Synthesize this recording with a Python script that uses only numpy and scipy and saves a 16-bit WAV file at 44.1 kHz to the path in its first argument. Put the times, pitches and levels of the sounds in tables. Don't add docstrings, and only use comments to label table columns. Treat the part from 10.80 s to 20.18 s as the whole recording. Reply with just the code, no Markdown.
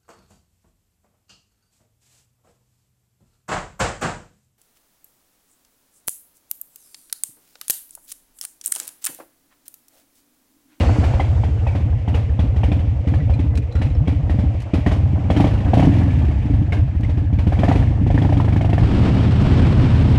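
import sys
import numpy as np
from scipy import signal
from scipy.fft import rfft, irfft, next_fast_len
from scipy.io import wavfile

SR = 44100
rng = np.random.default_rng(int(sys.argv[2]) if len(sys.argv) > 2 else 0)


def put_to_file(sound):
    columns = np.atleast_2d(sound).T
    safe = np.clip(columns, -1, 1)
    whole_steps = np.round(safe * 32767)
    wavfile.write(sys.argv[1], SR, whole_steps.astype(np.int16))


N = 413658

# (time [s], thud [dB], bark [dB], gas crack [dB])
POPS = [(.002, -22, -41, -29), (0.236, -34, -22, -32), (.336, -28, -21.5, -40), (0.396, -47, -15, -34.5),
        (.634, -29, -24.5, -39.5), (.866, -47, -20.5, -39.5), (0.9484, -23, -26, -38),
        (1.003, -26, -36, -49), (1.2766, -26, -22.5, -38.5), (1.342, -31, -21, -32.5),
        (1.59, -18.5, -21, -36), (1.759, -27, -40, -39.5), (1.832, -22, -19.5, -34.5),
        (1.915, -19.5, -25, -37), (1.989, -29.5, -36, -43.5), (2.2692, -20.5, -44, -38),
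        (2.3367, -32, -30, -39.5), (2.494, -31.5, -25.5, -41.5), (2.5894, -20, -39, -40.5),
        (2.949, -26.5, -46, -41.5), (3.013, -28, -27, -34.5), (3.272, -18, -36, -35.5),
        (3.494, -24, -28, -38), (3.5854, -19, -33, -39), (3.652, -33.5, -47, -53), (3.933, -11, -23, -31),
        (4.061, -10.5, -21, -30), (4.113, -21, -21, -32), (4.33, -21.5, -51, -64), (4.5, -12, -12.5, -29.5),
        (4.5617, -9, -17, -28), (4.598, -10.5, -14.5, -28.5), (4.64, -9.5, -15, -33),
        (4.666, -21, -18, -34.5), (4.933, -13.5, -13.5, -29.5), (4.97, -10, -18, -33),
        (4.9933, -14, -12.5, -29.5), (5.0247, -11, -15, -33), (5.047, -16.5, -20, -33.5),
        (5.92, -23.5, -43, -31.5), (6.23, -23, -49, -40.5), (6.29, -29, -31, -40.5),
        (6.3704, -22, -60, -42.5), (6.526, -21.5, -37, -44.5), (6.584, -28, -30, -36),
        (6.666, -16.5, -30, -37.5), (6.721, -33, -24, -37), (6.7871, -15, -27, -34),
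        (6.832, -14.5, -13.5, -31.5), (6.8806, -8.5, -18, -30), (6.9132, -18, -12, -32),
        (6.9521, -14, -25, -32), (7.263, -19, -27, -38), (7.301, -24, -20.5, -37),
        (7.342, -16.5, -30, -36.5), (7.376, -17.5, -19, -36.5), (7.4161, -15, -25, -34.5),
        (7.447, -15.5, -18, -38), (7.49, -19, -24, -38), (7.522, -20.5, -19, -34.5),
        (7.567, -13, -24.5, -36), (7.5991, -21.5, -17.5, -35.5), (7.643, -19, -32, -37),
        (7.679, -19.5, -22.5, -36.5), (7.722, -15.5, -30, -36), (7.76, -17, -22.5, -34.5),
        (7.8084, -20, -21, -35.5), (7.8445, -21, -19.5, -36), (7.891, -20.5, -22.5, -35.5),
        (7.928, -18.5, -21, -32.5), (7.978, -22.5, -22.5, -35)]
# (time [s], boom [dB], thud [dB])
CHUFFS = [(.055, -14.5, -29), (0.184, -16, -22), (.48, -15.5, -40), (.548, -16, -48), (.7, -19, -34),
          (.785, -16.5, -45), (1.096, -17, -41), (1.182, -23, -44), (1.426, -20, -38), (1.493, -19.5, -34),
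          (1.668, -18, -35), (2.073, -19, -31), (2.154, -21, -37), (2.422, -15.5, -29.5),
          (2.662, -17.5, -32.5), (2.748, -19.5, -33), (2.825, -25.5, -50), (3.1, -20.5, -32),
          (3.163, -17.5, -33), (3.345, -19, -40), (3.428, -19, -31.5), (3.738, -20, -35), (3.81, -29, -59),
          (4.001, -23, -43), (4.174, -16, -37), (4.228, -14, -28), (4.283, -17, -37), (4.392, -25, -32),
          (4.44, -17.5, -22), (5.982, -16, -30), (6.073, -22, -33), (6.148, -19, -25), (6.44, -18, -35)]
# (time [s], engine speed [cycles/s], thud [dB], bark [dB], gas crack [dB])
BETWEEN_BLIPS = [(4.705, 15, -22, -40, -41.5), (4.91, 13, -25.5, -55, -46)]
RUN_DOWN = [(5.07, 23.6, -9.5, -27, -46), (5.12, 21.6, -33, -47, -42), (5.201, 22, -27, -47, -44),
            (5.299, 18.9, -27.5, -42, -45), (5.5, 15, -26, -46, -49), (5.601, 13.5, -33, -38, -48),
            (5.699, 12.3, -19, -50, -43.5), (5.88, 10.1, -31, -53, -59)]
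AFTER_BLIP = [(6.99, 13, -27, -44, -41), (7.235, 12, -24.5, -56, -56)]
CRUISE = [(8.015, 15.5, -22, -40, -44), (8.1, 15.3, -24.5, -31.5, -45), (8.699, 16.8, -31, -34.5, -44),
          (9, 16.4, -26.5, -35, -42), (9.38, 16.1, -21, -41, -37.5)]
# (boom [dB], thud [dB], bark [dB], gas crack [dB])
CYLINDER_CONTRAST = [0.81, 0.61, -2, -0.6]
# (time [s], opening [0-1])
THROTTLE = [(0, 0.17), (3.9, 0.18), (4.45, 0.72), (4.6, 0.5), (4.72, 0.55), (4.88, 0.23), (5.03, 0.86),
            (5.1, 0.07), (5.6, 0.4), (6.6, 0.37), (6.9, 0.78), (7.9, 1), (8.3, 0.9)]
# (time [s], level [dB])
BOOM_LEVEL = [(0, -18), (1.2, -18), (2.3, -17.5), (3.7, -18.5), (4.6, -17), (5.03, -14.5), (5.1, -29),
              (5.48, -21), (5.7, -18.5), (6.2, -18.5), (6.8, -17), (7.4, -14.5), (8.0, -15.5),
              (8.25, -26.5), (9.38, -25)]
WHOOPS = [2.337, 3.013, 3.163, 3.345, 5.982]
# (frequency [Hz], level [dB], t60 [s])
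MUFFLER_MODES = [(180.4, 1, 0.051), (254.8, -1, 0.059), (275.7, 1, 0.076), (312, 1, 0.036),
                 (396, -8.5, 0.027)]
PIPE_MOUTH_MODES = [(430, -8, .016), (545, -6, .016), (616, -2, .018), (725, 4, .03), (810, 2, .026),
                    (930, -7, .014), (1100, -7, .03)]
FIN_MODES = [(1778, 7.5, 0.024), (1957, 0, .06), (2258, 2.5, 0.046), (2600, -6, 0.043), (2887, -4, 0.046),
             (3180, 0.5, .04), (3460, -6, 0.028)]
AIR_BOX_MODES = [(150.6, 2.5, 0.11), (248, 10.4, 0.031), (293.5, 1.2, 0.16)]
LEVER_MODES = [(2440, -1, 0.085), (3920, -10, 0.09), (4040, -1, 0.076), (5520, -12, 0.05),
               (7520, -19, 0.088)]
# (frequency [Hz], relative density [dB])
RUMBLE_COLOUR = [(18, -6.5), (32, -11.5), (50, 8), (70, 9), (100, -14), (150, -30.5), (300, -49)]
BLAST_COLOUR = [(450, -4.5), (650, 7.5), (900, 1), (1150, -2), (1600, -24)]
GAS_COLOUR = [(250, 5), (450, 12.5), (800, 8.5), (1100, 1), (1450, -2.5), (2000, -0.5), (2900, -3.5),
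              (4200, -11.5), (7000, -21), (11000, -29), (15000, -45)]
CLATTER_COLOUR = [(300, 2.5), (400, -11.5), (520, -5), (750, -4.5), (1000, -12), (1400, -13.5), (2000, -8),
                  (2800, -17), (4000, -31.5), (5500, -35), (8000, -41.5), (10500, -55.5), (12500, -62.5)]
WHIRR_COLOUR = [(1500, 9.5), (3000, -8), (4500, -4), (6000, -5.5), (7800, -6.5), (9000, -19), (11000, -17),
                (13000, -42.5)]
TICK_COLOUR = [(1000, -6), (2400, -4.5), (4200, -10.5), (8000, -16.5), (11000, -21), (15000, -41)]
BUFFET_COLOUR = [(15, -13.5), (28, 7.5), (50, 1.5), (100, 5), (200, 1.5), (300, -3), (450, -17), (800, -63)]
RUSH_COLOUR = [(250, 5), (500, -1.5), (800, -6), (1250, -11), (2000, -15), (3000, -16.5), (4200, -23.5),
               (5400, -28.5), (6300, -36), (8300, -37.5), (10300, -50.5), (11700, -73)]
# (delay [s], relative level [dB])
ECHOES = [(.0047, -35), (0.0128, -10.5), (0.02, -21.5), (0.03, -25.5), (0.047, -9.5)]
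# (time [s], low clatter [dB], high clatter [dB])
RATTLE = [(0.0, -22.5, -30), (0.71, -36.5, -45), (2.65, -37, -45), (2.72, -40.5, -48), (3.75, -35, -43.5),
          (3.9, -36, -44.5), (3.97, -37.5, -44.5), (4.52, -32, -41), (4.66, -29.5, -40.5),
          (5.08, -29, -37.5), (6.06, -38, -46.5), (6.62, -39.5, -48.5), (6.82, -26.5, -36.5),
          (7.29, -34.5, -44), (7.44, -29, -39), (8.0, -40.5, -58)]
# (time [s], pitch [Hz], whine [dB], whirr [dB])
STARTER = [(0, 4270, -49, -44), (.2, 4630, -56, -42.5), (.45, 4050, -61, -53), (.6, 3600, -60, -52),
           (.72, 3080, -60, -56), (.95, 2430, -57, -55.5), (1.2, 1870, -67, -79), (1.5, 1520, -100, -100)]
# (time [s], level [dB])
CHAIN_PITCH = [(.25, 475), (.42, 568.5), (.58, 496), (.81, 425), (.98, 560), (1.24, 450.5), (1.37, 558.5),
               (1.53, 425), (1.63, 548.5), (1.8, 415), (1.96, 556), (2.08, 491), (2.33, 515), (2.43, 471.5),
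               (2.53, 520), (2.73, 483), (2.84, 410.5), (3.05, 575), (3.13, 498.5), (3.45, 466.5),
               (3.62, 613.5), (3.85, 469), (4, 593), (4.25, 605)]
CHAIN_LEVEL = [(0, -35.5), (.8, -41.5), (1.1, -44), (2.5, -40.5), (3.7, -43.5), (3.88, -57), (4.05, -37),
               (4.3, -46), (4.5, -93)]
# (time [s], pitch [Hz], level [dB], t60 [s])
CLANKS = [(.044, 1960, -44, 0.068), (0.398, 2047, -23, 0.068), (0.867, 2560, -32, 0.058),
          (.885, 2290, -45.5, .45), (1.34, 2910, -33, .06), (1.592, 3500, -40, .06),
          (1.831, 2810, -29.5, 0.069), (1.915, 2455, -32, 0.093), (2.271, 1317, -38, .08),
          (2.398, 1960, -42, 0.13), (2.706, 2000, -45, 0.15), (2.911, 4030, -45, .12),
          (2.95, 1410, -40, 0.25), (2.953, 4000, -51, 0.17), (3.012, 3860, -46, .08),
          (3.046, 2540, -39, 0.11), (3.289, 2345, -36, 0.11), (5.927, 1600, -32, 0.15),
          (6.232, 2930, -44, .08), (6.245, 2096, -41, .08), (6.371, 2067, -40, .08),
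          (6.726, 1790, -35, 0.076), (6.786, 3253, -41, .08), (6.833, 1765, -22, 0.064),
          (7.376, 1780, -23, 0.049), (7.68, 1732, -32, 0.073)]
# (time [s], level [dB])
GULPS = [(0.094, -22), (2.776, -20), (5.65, -17), (6.42, -26), (5.813, -14.5), (7.209, -11)]
# (time [s], level [dB])
TICKS = [(2.537, -38), (2.753, -33), (2.773, -25.5), (2.821, -48), (2.869, -57), (2.923, -42), (2.953, -41),
         (2.991, -44), (3.053, -39), (3.101, -49), (3.15, -55), (3.802, -36), (3.819, -34), (6.207, -40)]
# (time [s], pitch [Hz], level [dB])
GEARS = [(4.3, 1702, -77), (5.2, 1807, -47.5), (5.8, 1698, -57), (6.5, 1695, -54), (7.3, 1770, -50.5),
         (7.9, 1800, -77), (8.3, 1790, -68)]
# (time [s], level [dB])
DRONE_LEVEL = [(5.04, -38), (5.08, -15), (5.25, -15.5), (5.5, -18), (5.62, -19.5), (5.75, -34), (8.0, -38),
               (8.2, -23.5), (8.7, -23), (9.38, -22)]
# (multiple of the engine cycle, throttle shut [dB], under load [dB])
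DRONE_ORDERS = [(3, -16, -4), (4, -6, -7), (5, -2.5, 1), (6, -6.5, -4), (7, -7.5, 1.5), (8, -8, 0),
                (9, -10.5, -2), (10, -24, -10), (11, -17, -18), (12, -27, -4.5), (13, -15, -11),
                (14, -16.5, -10), (16, -21, -9)]
# (frequency [Hz], half-width [Hz], lift [dB])
PIPE_PEAKS = [(85.4, 15, 5.5), (280, 34, 5.5)]
# (time [s], buffeting [dB], rush [dB])
WIND = [(0, -92.5, -96), (7.95, -71.5, -65.5), (8.0, -22, -30), (8.1, -23.5, -28), (8.26, -16, -25.5),
        (8.5, -23.5, -28), (8.75, -17, -24.5), (8.95, -19, -27), (9.15, -22.5, -28), (9.38, -21.5, -28.5)]

SECOND_CYLINDER = .428
CHUFF_BARK_DB, CHUFF_CRACK_DB = -51, -53
WHOOP_LIFT_HZ, WHOOP_SWELL_DB = 31.9, 4
BOOM_LAG_S = 0.0011
LOAD_CLEARS_DB = 5
CARPORT_UNTIL_S, ROAD_FROM_S = 7.95, 8.25


def from_db(db):
    return 10 ** (np.asarray(db) / 20)


def unit_power(x):
    return x / np.sqrt(np.mean(x ** 2) + 1e-20)


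def in_time(rows):
    s, *columns = np.transpose(rows)
    return [np.interp(np.arange(N) / SR, s, c) for c in columns]


def value_at(times, curve):
    return np.interp(times, *np.transpose(curve))


def add(out, s, sound):
    i = max(int(s * SR), 0)
    out[i:i + len(sound)] += sound[:max(N - i, 0)]


def butter(x, hz, kind):
    return signal.sosfilt(signal.butter(2, hz, kind, fs=SR, output="sos"), x)


def drift(rate_hz):
    return unit_power(butter(rng.standard_normal(N + SR), rate_hz, "low")[SR:])


def noise(colour):
    hz, db = np.transpose(colour)
    size = next_fast_len(N)
    bins = np.maximum(np.arange(size // 2 + 1) * SR / size, 1)
    skirts = np.minimum(bins / hz[0], 1) ** 2 * np.minimum(hz[-1] / bins, 1) ** 20
    gain = from_db(np.interp(np.log(bins), np.log(hz), db)) * skirts
    return unit_power(irfft(rfft(rng.standard_normal(size)) * gain, size)[:N])


def strike(times, levels_db, modes, vary_db, detune):
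    hz, db, t60 = np.transpose(modes)[:, :, None]
    out, t = np.zeros(N), np.arange(SR // 8) / SR
    dying = (-1) ** np.arange(len(hz))[:, None] * from_db(db - 60 * t / t60)
    for s, level_db in zip(times, levels_db):
        strength, pitch = rng.standard_normal((2, len(hz), 1))
        rings = dying * np.sin(2 * np.pi * hz * (1 + detune * pitch) * t)
        add(out, s, np.sum(from_db(level_db + vary_db * strength) * rings, axis=0))
    return out


def bursts(times, levels_db, rise, decay, tail_db, tail_decay):
    power, t = np.zeros(N), np.arange(SR // 3) / SR
    attack = 1 - np.exp(-(t / rise) ** 2)
    release = np.exp(-t / decay) + from_db(tail_db) * np.exp(-t / tail_decay)
    for s, level_db in zip(times, levels_db):
        add(power, s, (from_db(level_db) * attack * release) ** 2)
    return np.sqrt(power)


def even_firings(curve, vary_db=2.6):
    s, speed, *levels = np.transpose(curve)
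    t = np.arange(s[0], s[-1], 1 / SR)
    cycles = np.cumsum(np.interp(t, s, speed)) / SR
    cycle, cylinder = np.divmod(np.arange(2 * int(cycles[-1]) + 2), 2)
    marks = cycle + cylinder * SECOND_CYLINDER
    times = np.interp(marks, cycles, t)
    db = np.column_stack([value_at(times, BOOM_LEVEL)] + [np.interp(times, s, c) for c in levels])
    db = db + np.outer(1 - 2 * cylinder, CYLINDER_CONTRAST) + vary_db * rng.standard_normal(db.shape)
    return np.column_stack([times, db])[marks < cycles[-1]]


def all_firings():
    runs = [even_firings(curve) for curve in (BETWEEN_BLIPS, RUN_DOWN, AFTER_BLIP, CRUISE)]
    pops = np.insert(POPS, 1, value_at(np.array(POPS)[:, 0], BOOM_LEVEL), axis=1)
    chuffs = [(*chuff, CHUFF_BARK_DB, CHUFF_CRACK_DB) for chuff in CHUFFS]
    firings = np.vstack([pops, chuffs] + runs)
    return firings[np.argsort(firings[:, 0])]


def snap(times, levels_db, start_hz=1133, end_hz=489, fall_s=0.0032, length_s=0.0056):
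    out, t = np.zeros(N), np.arange(SR // 25) / SR
    for s, level_db in zip(times, levels_db):
        pitch, stretch = np.exp([0.081, .1] * rng.standard_normal(2))
        hz = (end_hz + (start_hz - end_hz) * np.exp(-t / fall_s)) * pitch
        swell = (1 - np.exp(-t / 0.0019)) * np.exp(-(t / (length_s * stretch)) ** 2)
        add(out, s, -from_db(level_db) * swell * np.sin(2 * np.pi * np.cumsum(hz) / SR))
    return out


def bark(times, bark_db):
    front = snap(times, bark_db + 6)
    ring = strike(times + 0.0011, bark_db - 4, PIPE_MOUTH_MODES, vary_db=3, detune=0.071)
    puff = bursts(times, bark_db - 5.5, rise=0.0014, decay=0.0021, tail_db=-16.5, tail_decay=0.013)
    return butter(front + ring + noise(BLAST_COLOUR) * puff, 1100, "low")


def boom(firings, open_hz=56.7, slow_top_hz=123.2, fast_top_hz=169.7, kick_hz=77.4, longest_s=0.1):
    times, boom_db, thud_db = firings.T[:3]
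    out, t = np.zeros(N), np.arange(SR // 5) / SR
    strokes = np.clip(np.diff(times, append=times[-1] + 0.024), .025, longest_s)
    hardness = np.interp(thud_db, [-36, -20], [0, 1])
    for s, level_db, stroke, hard in zip(times, boom_db, strokes, hardness):
        drive = np.interp(stroke, [.045, .07], [1, 0]) * value_at(s, THROTTLE)
        slowness = (stroke / longest_s) ** 2
        whoop = np.min(np.abs(s - np.array(WHOOPS))) < .015
        chance = rng.standard_normal(3)
        wander = np.exp(0.039 * chance * slowness)
        top_hz = slow_top_hz + (fast_top_hz - slow_top_hz) * drive + WHOOP_LIFT_HZ * whoop
        low_hz, high_hz, length = [open_hz + 20 * drive, top_hz, stroke * (1 - 0.27 * whoop)] * wander
        swept = t / length
        climb = np.interp(swept, [0, 0.773 + .2 * whoop, 1.2, 2], [0.0048, 0.94, 0.98, 0.69])
        kick = kick_hz * (.5 + .5 * hard) * np.exp(-t / 0.0044)
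        hz = low_hz + (high_hz - low_hz) * climb ** (1.284 + drive) + kick
        phase = 2 * np.pi * np.cumsum(hz) / SR
        tone = np.sin(phase) + from_db(-21.5 + 9.6 * drive) * np.sin(2 * phase)
        attack = 1 - np.exp(-t / (0.00088 + 0.0024 * (1 - hard)))
        body = np.exp(-(swept / (0.92 - 0.18 * drive)) ** 4)
        tail = from_db(-10.5 - 6.5 * drive) * np.exp(-swept / 5.3)
        lumps = 1 + 0.35 * slowness * np.sin(2 * np.pi * (27 * t + chance[0]))
        fade = 1 - (t / t[-1]) ** 2
        gain = from_db(level_db + WHOOP_SWELL_DB * whoop * np.minimum(swept, 1))
        add(out, s + BOOM_LAG_S, gain * attack * (body + tail) * lumps * fade * tone)
    return butter(from_db(4.5) * out, 31, "high")


def muffler_thud(times, thud_db):
    rings = strike(times + 0.0015, thud_db + 5, MUFFLER_MODES, vary_db=2.5, detune=0.026)
    return butter(rings, 550, "low")


def rumble(times, levels_db):
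    db = levels_db - 0.5
    db[-1] -= 5.23
    swell = bursts(times, db, rise=0.008, decay=0.057, tail_db=-21.5, tail_decay=0.03)
    return noise(RUMBLE_COLOUR) * swell


def gas_crack(times, crack_db, cleared_db):
    fins = strike(times + 0.003, crack_db - 7.5, FIN_MODES, vary_db=6, detune=0.03)
    tear = bursts(times + 0.001, crack_db + 10.5, rise=.006, decay=.0056, tail_db=-10.5, tail_decay=.03)
    scatter_db = crack_db - 3 - 1.5 * cleared_db
    scatter = bursts(times, scatter_db, rise=0.01, decay=0.03, tail_db=-4, tail_decay=0.11)
    return noise(GAS_COLOUR) * (tear + scatter) + fins


def carport(x):
    echo = np.zeros(N)
    for delay, db in ECHOES:
        add(echo, delay, from_db(db) * x)
    echo_gain, = in_time([(CARPORT_UNTIL_S, 0.64), (ROAD_FROM_S, 0.22)])
    return x + echo * echo_gain


def exhaust(firings):
    times, boom_db, thud_db, bark_db, crack_db = firings.T
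    cleared_db = LOAD_CLEARS_DB * value_at(times, THROTTLE)
    lows = boom(firings) + rumble(times, boom_db - cleared_db) + muffler_thud(times, thud_db)
    return lows + carport(bark(times, bark_db) + gas_crack(times, crack_db, cleared_db))


def valve_rattle(times):
    low_db, high_db = in_time(RATTLE)
    surge = bursts(times, np.zeros(len(times)), rise=0.038, decay=0.0067, tail_db=-26, tail_decay=0.036)
    clatter = noise(CLATTER_COLOUR)
    low = unit_power(butter(butter(clatter, 220, "high"), 1640, "low"))
    low *= from_db(low_db + 3.5 + 2.37 * drift(26))
    high = unit_power(butter(clatter, 1530, "high")) * from_db(high_db + 6 + 0.4 * drift(50))
    presence, = in_time([(CARPORT_UNTIL_S, 0.62), (ROAD_FROM_S, 0.078)])
    return (low + high) * (0.77 + 0.068 * surge) * presence


def rough_tone(hz, rough, rate_hz):
    return np.sin(2 * np.pi * np.cumsum(hz * (1 + rough * drift(rate_hz))) / SR)


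def starter():
    hz, whine_db, whirr_db = in_time(STARTER)
    whine = rough_tone(hz, rough=0.015, rate_hz=150) * from_db(whine_db + 2.3 * drift(16))
    return whine + noise(WHIRR_COLOUR) * from_db(whirr_db)


def chain():
    hz, = in_time(CHAIN_PITCH)
    db, = in_time(CHAIN_LEVEL)
    links = .6 + .8 * drift(45)
    return rough_tone(hz, rough=.07, rate_hz=110) * links * from_db(db + 1.5)


def clanks(spread=0.013):
    out, t = np.zeros(N), np.arange(SR // 3) / SR
    attack = 1 - np.exp(-t / 0.0026)
    for s, hz, level_db, t60 in CLANKS:
        pitches = hz * (1 + spread * np.array([[0], [-1], [1]]) * rng.uniform(0.4, 1.5, (3, 1)))
        ring = np.array([1, .5, .5]) @ np.sin(2 * np.pi * (pitches * t + rng.random((3, 1))))
        add(out, s, from_db(level_db + 3.5 - 60 * t / t60) * attack * ring)
    buzz = .7 + .55 * drift(220)
    return out * buzz


def intake(firings, slow_stroke_s=0.056, delay_s=0.048):
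    slow = firings[:-1][np.diff(firings[:, 0]) > slow_stroke_s]
    fired, _, thud_db = slow.T[:3]
    drawn = np.column_stack([fired + delay_s, np.minimum(thud_db + 3.5, -17)])
    times, levels_db = np.vstack([drawn, GULPS]).T
    rings = strike(times, levels_db, AIR_BOX_MODES, vary_db=1.5, detune=.025)
    return from_db(-3.5) * butter(rings, 920, "low")


def ticks(jingle_until_s=3.5):
    times, levels_db = np.transpose(TICKS)
    taps = bursts(times, levels_db - 6, rise=0.0011, decay=0.0069, tail_db=-22.5, tail_decay=0.02)
    contact = noise(TICK_COLOUR) * taps
    jingle_db = np.minimum(levels_db, -40) - 8.5
    jingle = strike(times[times < jingle_until_s], jingle_db, LEVER_MODES, vary_db=10, detune=0.0097)
    return contact + jingle


def gears():
    hz, db = in_time(GEARS)
    return rough_tone(hz, rough=0.074, rate_hz=160) * from_db(db + 3.6 * drift(30))


def drone(curve, loaded, waver_db, flutter, fade_s=.04):
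    speed = in_time(curve)[0]
    start, end = curve[0][0], curve[-1][0]
    running, = in_time([(start - fade_s, 0), (start, 1), (end, 1), (end + fade_s, 0)])
    cycles = np.cumsum(speed * (1 + flutter * drift(13))) / SR
    out = np.zeros(N)
    for order, shut_db, load_db in DRONE_ORDERS:
        lift_db = sum(db / (1 + ((order * speed - hz) / width) ** 2) for hz, width, db in PIPE_PEAKS)
        gain = from_db((load_db if loaded else shut_db) + lift_db - 3 + waver_db * drift(10.2))
        out += gain * np.sin(2 * np.pi * (order * cycles + rng.random()))
    return np.sqrt(2) * out * running * from_db(in_time(DRONE_LEVEL)[0])


def wind(gust_hz=20):
    buffet_db, rush_db = in_time(WIND)
    gust = drift(gust_hz)
    buffet = noise(BUFFET_COLOUR) * from_db(buffet_db + 1.4 * gust + 2 * drift(67))
    rush = noise(RUSH_COLOUR) * from_db(rush_db + 0.97 * gust + 1.2 * drift(69))
    return buffet + rush


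def scene():
    firings = all_firings()
    drones = drone(RUN_DOWN, loaded=False, waver_db=3, flutter=0.0037)
    drones += drone(CRUISE, loaded=True, waver_db=2, flutter=0.0014)
    metal = ticks() + clanks() + carport(valve_rattle(firings[:, 0]))
    engine = exhaust(firings) + drones + intake(firings) + metal + starter() + gears() + chain()
    return (engine + wind())[None]


def record(dry):
    ceiling, stop_hz = .95, 15700
    rounded = ceiling * np.tanh(butter(dry, 18, "high") / ceiling)
    return signal.sosfilt(signal.cheby2(12, 70, stop_hz, fs=SR, output="sos"), rounded)


dry = scene()
out = record(dry)
put_to_file(out)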